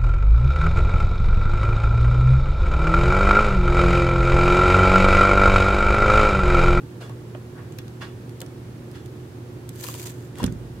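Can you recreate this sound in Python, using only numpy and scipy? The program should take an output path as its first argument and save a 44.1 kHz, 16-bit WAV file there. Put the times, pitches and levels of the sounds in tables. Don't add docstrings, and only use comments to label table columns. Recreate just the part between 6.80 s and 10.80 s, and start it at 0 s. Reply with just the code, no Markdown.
import sys
import numpy as np
from scipy import signal
from scipy.fft import rfft, irfft
from scipy.io import wavfile

SR = 44100
rng = np.random.default_rng(int(sys.argv[2]) if len(sys.argv) > 2 else 0)


def unload_audio(sound):
    columns = np.transpose(np.atleast_2d(sound))
    steps = np.round(np.clip(columns, -1, 1) * 32767)
    wavfile.write(sys.argv[1], SR, steps.astype(np.int16))


N = 4 * SR
T = np.arange(N) / SR


def amp(db):
    return 10 ** (np.asarray(db) / 20)


def rms(x):
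    return np.sqrt(np.mean(x ** 2) + 1e-20)


def unit(x):
    return x / rms(x)


def curve_at(points, hz):
    f, value = np.transpose(points)
    return np.interp(np.log(hz + 1), np.log(f + 1), value)


def fader(points):
    return amp(np.interp(T, *np.transpose(points), left=-np.inf, right=-np.inf))


def pan(db):
    return amp(np.array([[db], [-db]]) / 2)


def narrow(x, bleed):
    return unit(x + bleed * x[::-1])


def place(mix, start, sound):
    part = mix[:, round(start * SR):][:, :sound.shape[1]]
    part += sound[:, :part.shape[1]]


def low_cut(x, hz):
    return signal.lfilter(*signal.butter(2, hz, "highpass", fs=SR), x)


def mono_bass(x, hz):
    mid = x.mean(0)
    return mid + low_cut(x - mid, hz)


def equalise(x, eq, modes=(), high_cut_hz=np.inf, ripple_db=0, steepness=4):
    size = x.shape[1]
    hz = np.fft.rfftfreq(2 * size, 1 / SR)
    db = curve_at(eq, hz) - 10 * np.log10(1 + (hz / high_cut_hz) ** steepness)
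    db += ripple_db * np.interp(hz, np.linspace(0, SR / 2, 40), rng.standard_normal(40))
    for f, width, boost_db in modes:
        bell = 1 / (1 + (2 * (hz - f) / width) ** 2)
        db += 10 * np.log10(1 + (amp(boost_db) ** 2 - 1) * bell)
    cepstrum = irfft(np.log(amp(db)))
    cepstrum[1:size] *= 2
    cepstrum[size + 1:] = 0
    response = np.exp(rfft(cepstrum))
    return unit(irfft(rfft(x, 2 * size) * response)[:, :size])


def friction(size, per_s=12000, spread_db=-1):
    slips = rng.random(size) < per_s / SR
    strength = amp(spread_db * np.minimum(rng.exponential(1, size), 4))
    return slips * strength * rng.standard_normal((2, size))


# f/Hz, level/dB
ROOM_TONE_EQ = [(35, -16.5), (65, -7), (100, 1), (150, 1.5), (185, -6), (240, -6.5), (315, -4.5),
                (420, -10.5), (485, -10.5), (620, -19), (1000, -22), (1650, -25), (2200, -29), (5000, -35),
                (13000, -40.5), (16000, -44.5)]
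# f/Hz, left-right correlation (1 and above is fully correlated)
ROOM_TONE_CORRELATION = [(40, 7), (120, 9), (350, 1), (1200, 0), (3000, 0)]
# f/Hz, pan/dB
ROOM_TONE_PAN = [(60, -3.5), (150, -2.15), (330, -4.5), (950, -1.5), (2000, -1.2), (14000, -1.3)]


def room_tone():
    hz = np.fft.rfftfreq(N, 1 / SR)
    left, independent = rfft(rng.standard_normal((2, N)))
    correlation = np.clip(curve_at(ROOM_TONE_CORRELATION, hz), -1, 1)
    right = correlation * left + np.sqrt(1 - correlation ** 2) * independent
    lean = amp(curve_at(ROOM_TONE_PAN, hz) / 2)
    spectrum = np.array([left * lean, right / lean]) * amp(curve_at(ROOM_TONE_EQ, hz))
    return amp(-39.5) * unit(irfft(spectrum, N))


# f/Hz, level/dB, pan/dB
HUM_PARTIALS = [(119.4, -41, 0), (240.3, -57, 9), (360.7, -49, -6.5)]


def mains_hum(waver_depth=0.13, waver_hz=4):
    out, hz = np.zeros((2, N)), np.fft.rfftfreq(N, 1 / SR)
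    for f, db, pan_db in HUM_PARTIALS:
        waver = unit(irfft(rfft(rng.standard_normal(N)) * (hz < waver_hz), N))
        tone = np.sqrt(2) * np.sin(2 * np.pi * (f * T + rng.random()))
        out += amp(db) * pan(pan_db) * (1 + waver_depth * waver) * tone
    return out


def reverb(x, wet_db=-14, t60_s=0.11, high_cut_hz=5600):
    t = T[:SR // 2]
    tail = rng.standard_normal((2, len(t))) * amp(-60 * t / t60_s) * (t > 0.003)
    tail = signal.lfilter(*signal.butter(1, high_cut_hz, fs=SR), tail)
    tail /= np.linalg.norm(tail[0])
    return amp(wet_db) * signal.fftconvolve(x, tail, axes=1)[:, :N]


# t/s, attack/s, decay/s, level/dB, low cut/Hz, high cut/Hz
RUB_CUES = [(.203, 0.012, 0.042, -39, 506, 6000), (.295, 0.0013, 0.015, -39.5, 650, 1090),
            (.5485, 0.0015, 0.0053, -32.5, 250, 1210), (0.741, 0.048, 0.05, -46, 1090, 1930),
            (0.9868, 0.0014, 0.0018, -33.5, 2300, 5200), (1.2062, 0.014, 0.035, -34.5, 980, 4530),
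            (1.602, 0.021, 0.015, -40.5, 250, 1120), (2.132, 0.028, 0.03, -46.5, 1230, 5300),
            (3.555, 0.049, 0.027, -38, 400, 7400), (3.612, 0.029, 0.0039, -34.5, 795, 3260),
            (3.678, 0.0012, 0.0035, -36, 1000, 2700)]
# f/Hz, level/dB
RUB_EQ = [(150, -11.5), (480, 14.5), (800, 6), (1250, 0.5), (2200, -4), (3100, -5.5), (5000, -8.5),
          (16000, 0)]
# f/Hz, width/Hz, boost/dB
TUB_RESONANCES = [(1116, 27, 7), (1350, 32, 7.5), (1483, 17, 9.5), (1636, 93, 7), (1872, 36, 8.5),
                  (2785, 55, 9.5), (3404, 36, 12.5), (4340, 60, 8), (5050, 44, 10)]


def rubs():
    out, t = np.zeros((2, N)), T[:SR // 3]
    for start, attack, decay, db, low_hz, high_hz in RUB_CUES:
        stroke = np.minimum(t / attack, 1) * np.exp(-np.maximum(t - attack, 0) / decay)
        slips = low_cut(stroke * friction(len(t)), low_hz)
        rub = equalise(slips, RUB_EQ, TUB_RESONANCES, high_hz, steepness=6)
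        place(out, start, amp(db) * rms(stroke) * narrow(rub, bleed=0.12))
    return out * pan(db=-2.5)


# t/s at the peak, half-width/s, level/dB
RASP_CUES = [(3.046, 0.00402, -40.5), (3.09, .004, -43), (3.1466, 0.00241, -40), (3.601, 0.00363, -31)]


def rasps():
    out, t = np.zeros((2, N)), T[:SR // 8]
    hollow = [(996, 64, 15)]  # f/Hz, width/Hz, boost/dB
    for peak, half_width, db in RASP_CUES:
        burst = np.exp(-(t / half_width - 2) ** 2 / 2)
        slips = low_cut(burst * friction(len(t)), hz=553)
        rasp = equalise(slips, RUB_EQ, hollow, high_cut_hz=990, steepness=8)
        place(out, peak - 2 * half_width, amp(db) * rms(burst) * narrow(rasp, bleed=0.3))
    return out


# t/s, level/dB, low cut/Hz, high cut/Hz, pan/dB
TICK_CUES = [(0.2952, -42.5, 2500, 11900, 0), (0.5485, -36, 1490, 3260, 0), (0.923, -46, 2980, 11000, -8),
             (0.9861, -33.5, 2020, 15500, 1), (1.0807, -42, 2500, 12100, -2),
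             (1.494, -43.5, 3000, 12000, -3), (1.6042, -32.5, 3870, 13200, -3),
             (1.6161, -28.5, 1770, 15000, -1.5), (1.663, -43.5, 3500, 11100, -6),
             (2.1145, -45, 3000, 12000, -1), (2.2595, -42, 3000, 13000, 0), (2.8913, -32, 4130, 13100, -2),
             (2.959, -41.5, 4000, 13500, -9), (2.9965, -48, 1500, 13000, -5), (3.0375, -33, 2000, 15000, 9),
             (3.041, -27.5, 1200, 15000, 9), (3.0667, -31, 2500, 14500, -6), (3.086, -27, 910, 13000, 6),
             (3.1412, -30, 1600, 14500, 1), (3.1825, -42, 2500, 14000, -4), (3.1977, -34.5, 3000, 14000, 4),
             (3.2584, -39, 2500, 12000, 2), (3.2705, -31, 2200, 11000, 1), (3.5556, -40.5, 1500, 10900, -5),
             (3.585, -37, 4000, 13900, -9), (3.631, -32, 1500, 11000, 8), (3.6406, -21, 1200, 11900, -3.5),
             (3.6625, -31, 3000, 11800, -5), (3.6651, -33.5, 900, 7000, -6), (3.724, -42, 3000, 12000, -2)]
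# f/Hz, level/dB
TICK_EQ = [(200, -18), (500, -18), (900, 4.5), (2300, -1.5), (4000, -3.5), (6000, -5.5), (10000, -6.5),
           (14000, -3.5), (16000, -7)]


def ticks(crack_s=0.0001, ring_s=0.0021):
    out, t = np.zeros((2, N)), T[:1024]
    envelope = 0.61 * np.exp(-t / crack_s) + np.exp(-t / ring_s)
    for start, db, low_hz, high_hz, pan_db in TICK_CUES:
        burst = low_cut(envelope * rng.standard_normal((2, len(t))), low_hz)
        tick = equalise(burst, TICK_EQ, high_cut_hz=high_hz, ripple_db=3.5, steepness=16)
        place(out, start, amp(db) * rms(envelope) * pan(pan_db) * narrow(tick, bleed=0.055))
    return out


# t/s, level/dB
KNOCK_CUES = [(3.6269, 0), (3.6389, 5), (3.6561, -7.5), (3.6764, -8.5), (3.6999, -11.9), (3.7209, -13)]
# f/Hz, level/dB, t60/s
BODY_MODES = [(54.8, -38.5, 1.1), (109.6, -30.5, 0.45), (159.5, -29.5, 0.31), (245, -33, 0.18),
              (194, -15.5, 0.1), (442, -14.5, 0.014)]


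def knocks(attack_s=0.0034):
    out = np.zeros((2, N))
    body = sum(amp(db - 60 * T / t60) * np.sin(2 * np.pi * f * T) for f, db, t60 in BODY_MODES)
    knock = body * np.minimum(T / attack_s, 1) * pan(db=-3.5)
    for start, db in KNOCK_CUES:
        place(out, start, amp(db) * knock)
    return out


# t/s, level/dB
BOOM_FADER = [(3.57, -48), (3.615, -36), (3.638, -20.5), (3.66, -30), (3.8, -47), (4.0, -62)]
# f/Hz, level/dB
BOOM_EQ = [(20, -24), (50, 3), (100, -0.5), (250, -1), (500, -18.5), (900, -32), (3000, -69)]


def boom():
    rumble = equalise(rng.standard_normal((2, N)), BOOM_EQ)
    return fader(BOOM_FADER) * pan(db=-4) * narrow(rumble, bleed=0.39)


# t/s, level/dB
DASH_FADER = [(2.93, -55), (2.988, -50), (2.997, -41), (3.02, -43.5), (3.036, -36), (3.055, -40),
              (3.095, -39), (3.125, -42), (3.16, -43), (3.19, -41), (3.235, -40.5), (3.254, -44),
              (3.26, -36.5), (3.28, -43), (3.305, -41), (3.33, -57), (3.48, -58.5)]
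# f/Hz, level/dB
CLAW_EQ = [(250, -9), (600, -4), (1000, -5.5), (1400, -7.5), (2500, -3.5), (4000, -3.5), (7000, -1.5),
           (9500, -4.5), (14000, -1.5), (16000, -13.5)]
# f/Hz, width/Hz, boost/dB
WALL_RESONANCES = [(970, 69, 7), (1720, 69, 7.5), (3690, 82, 4.5), (6650, 110, 2)]


def scrabble(slips_per_s=4000, ring_s=0.00084):
    spray, t = np.zeros((2, N)), T[:512]
    rings = rng.standard_normal((4, 2, len(t))) * np.exp(-t / ring_s)
    for ring in rings:
        slips = friction(N, slips_per_s / len(rings), spread_db=2.5)
        spray += signal.oaconvolve(slips, ring, axes=1)[:, :N]
    return fader(DASH_FADER) * equalise(spray, CLAW_EQ, WALL_RESONANCES)


def scene():
    tub = mono_bass(ticks() + scrabble() + rubs() + rasps(), hz=900)
    return tub + reverb(tub) + knocks() + boom() + room_tone() + mains_hum()


def record(dry):
    highpass = signal.butter(3, 40, "highpass", fs=SR, output="sos")
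    lowpass = signal.firwin(401, 16000, window=("kaiser", 9), fs=SR)
    return signal.oaconvolve(signal.sosfilt(highpass, dry), lowpass[None], "same")


dry = scene()
out = record(dry)
unload_audio(out)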